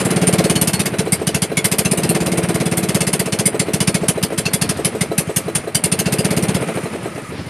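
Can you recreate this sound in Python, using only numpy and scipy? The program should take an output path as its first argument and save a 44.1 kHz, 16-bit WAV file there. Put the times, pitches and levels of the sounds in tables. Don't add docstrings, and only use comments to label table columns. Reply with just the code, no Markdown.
import sys
import numpy as np
from scipy import signal
from scipy.fft import rfft, irfft
from scipy.io import wavfile
from scipy.ndimage import uniform_filter1d, minimum_filter1d

SR = 44100
rng = np.random.default_rng(int(sys.argv[2]) if len(sys.argv) > 2 else 0)


def log_audio(samples):
    frames = np.atleast_2d(samples).T
    limited = np.clip(frames, -1, 1)
    pcm = np.round(limited * 32767).astype(np.int16)
    wavfile.write(sys.argv[1], SR, pcm)


N = 330309
CLOCK = np.arange(N) / SR
AGE = np.arange(SR // 6) / SR


def undb(db):
    return 10 ** (np.asarray(db) / 20)


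def unit(x):
    return x / np.sqrt(np.mean(x ** 2))


def burst(x):
    return x / np.sqrt(np.mean(x[:SR // 50] ** 2))


def add(track, s, x):
    i = int(np.clip(s * SR, 0, N - 1))
    track[i:i + len(x)] += x[:N - i]


def follow(table, times):
    s, *columns = np.transpose(table)
    return [np.interp(times, s, column) for column in columns]


def high_pass(x, hz, order):
    return signal.sosfilt(signal.butter(order, hz, "high", fs=SR, output="sos"), x)


def noise(points, size=N):
    hz, db = np.transpose(points)
    f = np.arange(size // 2 + 1) * SR / size
    gain = undb(np.interp(np.log(f + 1), np.log(hz), db))
    return unit(irfft(rfft(rng.standard_normal(size)) * gain, size))


def wander(hz, size=N):
    step = max(int(SR / hz), 1)
    stairs = np.repeat(rng.standard_normal(size // step + 1), step)
    return unit(uniform_filter1d(stairs, step)[:size])


def ring(notes, rise_s, detune, scatter_db, swell=1):
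    hz, db, fade_s = np.transpose(notes)[:, :, None]
    pitch, size = rng.standard_normal((2, len(notes), 1))
    fade = np.exp(-np.log(1000) * AGE / fade_s)
    waves = undb(db + scatter_db * size) * fade * np.sin(2 * np.pi * hz * (1 + detune * pitch) * AGE)
    return burst(waves.sum(0) * (1 - np.exp(-(AGE / rise_s) ** swell)))


def puff(rise_s, hold_s, fade_s):
    fade = np.exp(-np.log(1000) * np.maximum(AGE - hold_s, 0) / fade_s)
    return burst((1 - np.exp(-AGE / rise_s)) * fade)


# f/Hz, level/dB
WASH = [(25, -4), (50, -23), (85, 7), (200, 7), (500, -6), (1200, -11), (2500, -16), (5000, -18.5),
        (12000, -58)]
def water():
    return undb(-39.5) * noise(WASH) * undb(wander(hz=2.05) + 5 * wander(hz=19))


FULL_RPM, FIRST_FIRING_S, IGNITION_OFF_S = 2124, .048, 6.58
# t/s, speed/rpm
ENGINE_SPEED = [(0.0, 2095), (0.102, 2189), (0.584, 2064), (1.032, 1790), (1.199, 1607), (1.48, 1583),
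                (1.703, 1679), (1.838, 1867), (2.119, 2128), (2.777, 2107), (3.061, 1936), (3.299, 1840),
                (3.57, 1715), (4.053, 1722), (4.264, 1609), (4.616, 1478), (4.646, 1576), (5.0, 1467),
                (5.199, 1332), (5.739, 1199), (5.91, 1600), (6.16, 1954), (6.481, 2048), (6.914, 1232),
                (7.49, 535)]
def engine_motion():
    rpm = np.interp(CLOCK, *np.transpose(ENGINE_SPEED))
    cycles = np.cumsum(rpm / 120) / SR
    return cycles + 1 - np.interp(FIRST_FIRING_S, CLOCK, cycles), rpm / FULL_RPM


# shakes per cycle, level/dB
HULL_TONES = [(10, 0), (12, -7), (13, -10), (19, -4.5), (29, -34), (42, -12)]
def hull_hum(cycles, speed):
    tones = sum(undb(db + .4 * wander(hz=13)) * np.sin(2 * np.pi * round(shakes) * cycles)
                for shakes, db in HULL_TONES)
    return undb(-26.5) * speed ** 6 * tones


# f/Hz, level/dB, fade/s
METAL_NOTES = [(1250, 1.5, 0.2), (1400, 8, 0.18), (1920, 1, 0.052), (2050, 10, 0.039), (2820, -11, 0.15),
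               (4460, 6, 0.046), (8300, 22, 0.017), (9200, 23.5, 0.024)]
def valve_ticks(starts, speed):
    ticks = np.zeros(N)
    for s, period in zip(starts, np.diff(starts)):
        for quarter in np.arange(4) / 4:
            late, size = rng.standard_normal(2)
            tick = ring(METAL_NOTES, rise_s=.0004, detune=.015, scatter_db=3)
            add(ticks, s + period * (quarter + .055 * late), undb(2 * size) * tick)
    return undb(-46) * speed ** 1.04 * ticks


# f/Hz, level/dB
RATTLE = [(45, -25), (70, 2), (100, 10), (200, 15.5), (330, 10.5), (600, 8), (900, 2), (1600, -1),
          (2400, 0.5), (3500, -11), (6500, -24), (8000, -26), (9400, -8), (13000, -29)]
def loose_rattle(cycles, speed):
    shaking_db = 2.1 * wander(hz=160) + 2.4 * np.sin(2 * np.pi * cycles)
    return undb(-26.5) * speed ** 1.34 * noise(RATTLE) * undb(shaking_db)


# f/Hz, level/dB
SHAFT = [(900, -32), (1130, -4), (1200, 0), (1290, 6), (1380, -13), (2000, -4.5), (2600, -11), (3200, -20),
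         (7900, -17), (8150, -30), (8400, -26), (9200, -8), (10500, -25)]
def shaft_scrape(level_db):
    return noise(SHAFT) * undb(level_db + 2.2 * wander(hz=25))


# t/s, tick and rattle level/dB, scrape level/dB
MACHINERY_LEVELS = [(0, 5.5, -50), (.7, 1.7, -59), (1.3, -0.5, -72), (2.2, 1.5, -64), (4.5, -0.5, -44.5),
                    (5.6, 1, -40), (6.2, 2.2, -72), (6.7, 4, -38), (7.49, 4, -42)]
def machinery(starts, cycles, speed):
    clatter_db, scrape_db = follow(MACHINERY_LEVELS, CLOCK)
    clatter = valve_ticks(starts, speed) + loose_rattle(cycles, speed)
    return undb(clatter_db) * clatter + shaft_scrape(scrape_db)


def cycle_level(speed, full_db, slowing_db, scatter_db):
    return full_db + slowing_db * (1 - speed) + scatter_db * rng.standard_normal(len(speed))


# t/s, thump level/dB, gas level/dB
UNEVEN_FIRINGS = [(.86, -4.5, -3), (.92, -8, -24.5), (1.05, -13, -26), (1.19, -13, -27), (1.5, -10, -33),
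                  (1.85, 2, 1.5), (1.91, 1, -2.5), (2.83, -2, -1.5), (2.94, 3.5, 3), (3.26, -5, -10),
                  (3.52, -16, -32), (3.67, -21, -24), (4.01, -7, -25), (4.15, -10, -27), (4.3, -18, -35),
                  (4.46, -2, -2.5), (4.77, -14, -18.5), (4.93, -16, -35), (5.09, -7, -42), (5.27, -5, -23),
                  (5.46, -7, -32), (5.65, -12, -33)]
# t/s, thump level/dB, gas level/dB, gulp level/dB
LEVEL_DRIFT = [(0, -3.5, -1.5, -0.5), (.4, 0.5, 3.3, 4.8), (.7, -1, 2.5, -6), (1.0, 1.2, 1.1, 2.2),
               (1.5, -.2, 2, 1.7), (2.1, -2.4, -0.4, 1.5), (2.5, -4, -3, -1), (3.0, -2.5, 1.4, 0),
               (3.9, 2.5, 0.6, 2.6), (4.3, -0.3, 1, 1), (5.15, 1.4, 0.4, 3.7), (5.7, -2, -.4, 2.5),
               (6.2, 0, -0.3, 3.5), (6.6, 1, -3.5, -1.5), (7.25, -2.5, -15.5, 4.5), (7.49, -7, -17, -16)]
def firings(cycles, speed):
    starts = np.interp(np.arange(int(cycles[-1]) + 1), cycles, CLOCK)
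    pace = np.interp(starts, CLOCK, speed)
    coasting = starts > IGNITION_OFF_S
    thump_change_db, gas_change_db = -7.0 * coasting, -14.0 * coasting
    for s, thump, gas in UNEVEN_FIRINGS:
        nearest = np.argmin(abs(starts - s))
        thump_change_db[nearest], gas_change_db[nearest] = thump, gas
    thump_drift, gas_drift, gulp_drift = follow(LEVEL_DRIFT, starts)
    gas_pace = pace ** 5.8
    unburnt = (1 - undb(gas_change_db)) ** 2
    thump_db = cycle_level(pace, -13, slowing_db=-8, scatter_db=.62) + thump_drift + thump_change_db
    bark_db = cycle_level(gas_pace, -29, slowing_db=5.9, scatter_db=1) + gas_drift + gas_change_db
    sizzle_db = cycle_level(gas_pace, -25, slowing_db=7.63, scatter_db=2.7) + gas_drift + gas_change_db
    gulp_db = cycle_level(pace, -17.5, slowing_db=-19.5, scatter_db=1) + gulp_drift + 5 * unburnt
    return starts, thump_db, bark_db, sizzle_db, gulp_db


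def whistle(hz, width_hz, detune):
    f = np.arange(len(AGE) // 2 + 1) * SR / len(AGE)
    centre_hz = hz * (1 + detune * rng.standard_normal())
    peak = 1 / (1 + (2 * (f - centre_hz) / width_hz) ** 2)
    return unit(irfft(rfft(rng.standard_normal(len(AGE))) * peak, len(AGE)))


# f/Hz, width/Hz, level/dB
SHEET_NOTES = [(1230, 42, -19), (1610, 57, -6.5), (1845, 440, -7.5), (2158, 83, 1), (2670, 120, -4),
               (3030, 135, -5), (3406, 25, -3), (4354, 16, 0.5), (4844, 183, -5.5), (6490, 87, -5),
               (7180, 140, -6), (7570, 102, 2.5), (8700, 240, -22), (10100, 48, -19)]
def sheet_metal(jet, scatter_db):
    hz, width_hz, db = np.transpose(SHEET_NOTES)[:, :, None]
    f = np.arange(len(jet) // 2 + 1) * SR / len(jet)
    drive = undb(db + scatter_db * rng.standard_normal(db.shape))
    ringing = np.sum(drive / (1 + 2j * (f - hz) / width_hz), axis=0)
    return irfft(rfft(jet) * (.5 + ringing), len(jet))


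# f/Hz, level/dB
JET_BARK = [(300, -10), (800, 5), (1400, -1.5), (2200, 0), (3100, 1.5), (3800, 2.5), (4800, 1), (5800, 3),
            (7200, -2), (9000, -56)]
JET_SIZZLE = [(4000, -58), (7000, -20.5), (8300, -3.5), (9250, -0.5), (10200, -4.5), (11500, -7.5),
              (13000, -16), (14500, -45)]
def exhaust_spit(starts, bark_levels, sizzle_levels):
    out = np.zeros(N)
    for s, bark_db, sizzle_db in zip(starts, bark_levels, sizzle_levels):
        low_gain, high_gain = undb(4 * rng.standard_normal(2))
        low_whistles = sum(whistle(hz, width_hz=170, detune=.15) for hz in (2600, 4600, 6000))
        bark = noise(JET_BARK, len(AGE)) + undb(-11) * low_gain * low_whistles
        sizzle = noise(JET_SIZZLE, len(AGE))
        sizzle += undb(-3) * high_gain * whistle(hz=9350, width_hz=220, detune=.028)
        sizzle += undb(-8) * whistle(hz=10500, width_hz=250, detune=.09)
        jet = undb(bark_db + 6.5) * unit(bark) + undb(sizzle_db + 6) * unit(sizzle)
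        jet *= puff(rise_s=.0011, hold_s=.012, fade_s=.092)
        jet *= undb(1.5 * wander(hz=500, size=len(AGE)))
        add(out, s, sheet_metal(jet, scatter_db=3))
    return out


# f/Hz, level/dB, fade/s
MUFFLER_NOTES = [(74.3, -11, 0.061), (91, -33, 0.21), (176, 17.5, 0.029), (231.9, -9.5, 0.093)]
def exhaust_thump(starts, levels, speed):
    out = np.zeros(N)
    for s, db in zip(starts, levels):
        pitch = 1 + .11 * (np.interp(s, CLOCK, speed) - .8) + .0041 * min(db + 11, 0)
        notes = [(hz * pitch, note_db, fade_s) for hz, note_db, fade_s in MUFFLER_NOTES]
        thump = ring(notes, rise_s=.008, detune=.008, scatter_db=1.2, swell=3)
        add(out, s + .0016, -undb(db - .96) * thump)
    return out


# f/Hz, level/dB, fade/s
PIPE_NOTES = [(222, -21.5, 0.37), (336, -9.5, 0.18), (390.2, 1.5, 0.052), (434.2, -1, 0.1), (540, 1, 0.048),
              (627.7, -6.5, 0.077), (663, -13, 0.12), (736, -50, 0.14)]
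def intake_gulp(starts, levels, speed):
    air_colour = [(80, -29), (280, -8), (650, -10), (1000, -18), (2200, -22.5), (5000, -32)]
    spring_notes = [(4020, -2.7, .11), (8140, -.36, .14)]
    out = np.zeros(N)
    for s, db in zip(starts, levels):
        period = 120 / (FULL_RPM * np.interp(s, CLOCK, speed))
        pipe = ring(PIPE_NOTES, rise_s=.002, detune=.005, scatter_db=1.5)
        rush = undb(-10) * noise(air_colour, len(AGE)) * puff(rise_s=.002, hold_s=.009, fade_s=.12)
        ping = undb(-21) * ring(spring_notes, rise_s=.00047, detune=.0068, scatter_db=6)
        add(out, s + .0068 + .203 * period, undb(db - 3) * (pipe + rush + ping))
    return out


def scene():
    cycles, speed = engine_motion()
    starts, thump_db, bark_db, sizzle_db, gulp_db = firings(cycles, speed)
    engine = hull_hum(cycles, speed) + machinery(starts, cycles, speed)
    engine += exhaust_spit(starts, bark_db, sizzle_db)
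    engine += exhaust_thump(starts, thump_db, speed) + intake_gulp(starts, gulp_db, speed)
    middle = water() + high_pass(engine, hz=56.5, order=2)
    fresh_noise = machinery(starts, cycles, speed) + exhaust_spit(starts, bark_db, sizzle_db)
    hiss = undb(-13) * high_pass(fresh_noise, hz=4900, order=10)
    return np.array([middle + hiss, middle - hiss])


def record(dry):
    safe_gain = np.minimum(1, .95 / (abs(dry).max(axis=0) + 1e-9))
    smooth_gain = uniform_filter1d(minimum_filter1d(safe_gain, size=45), size=45)
    treble_cut = signal.ellip(10, .2, 75, 13000, fs=SR, output="sos")
    return signal.sosfilt(treble_cut, smooth_gain * dry)


dry = scene()
out = record(dry)
log_audio(out)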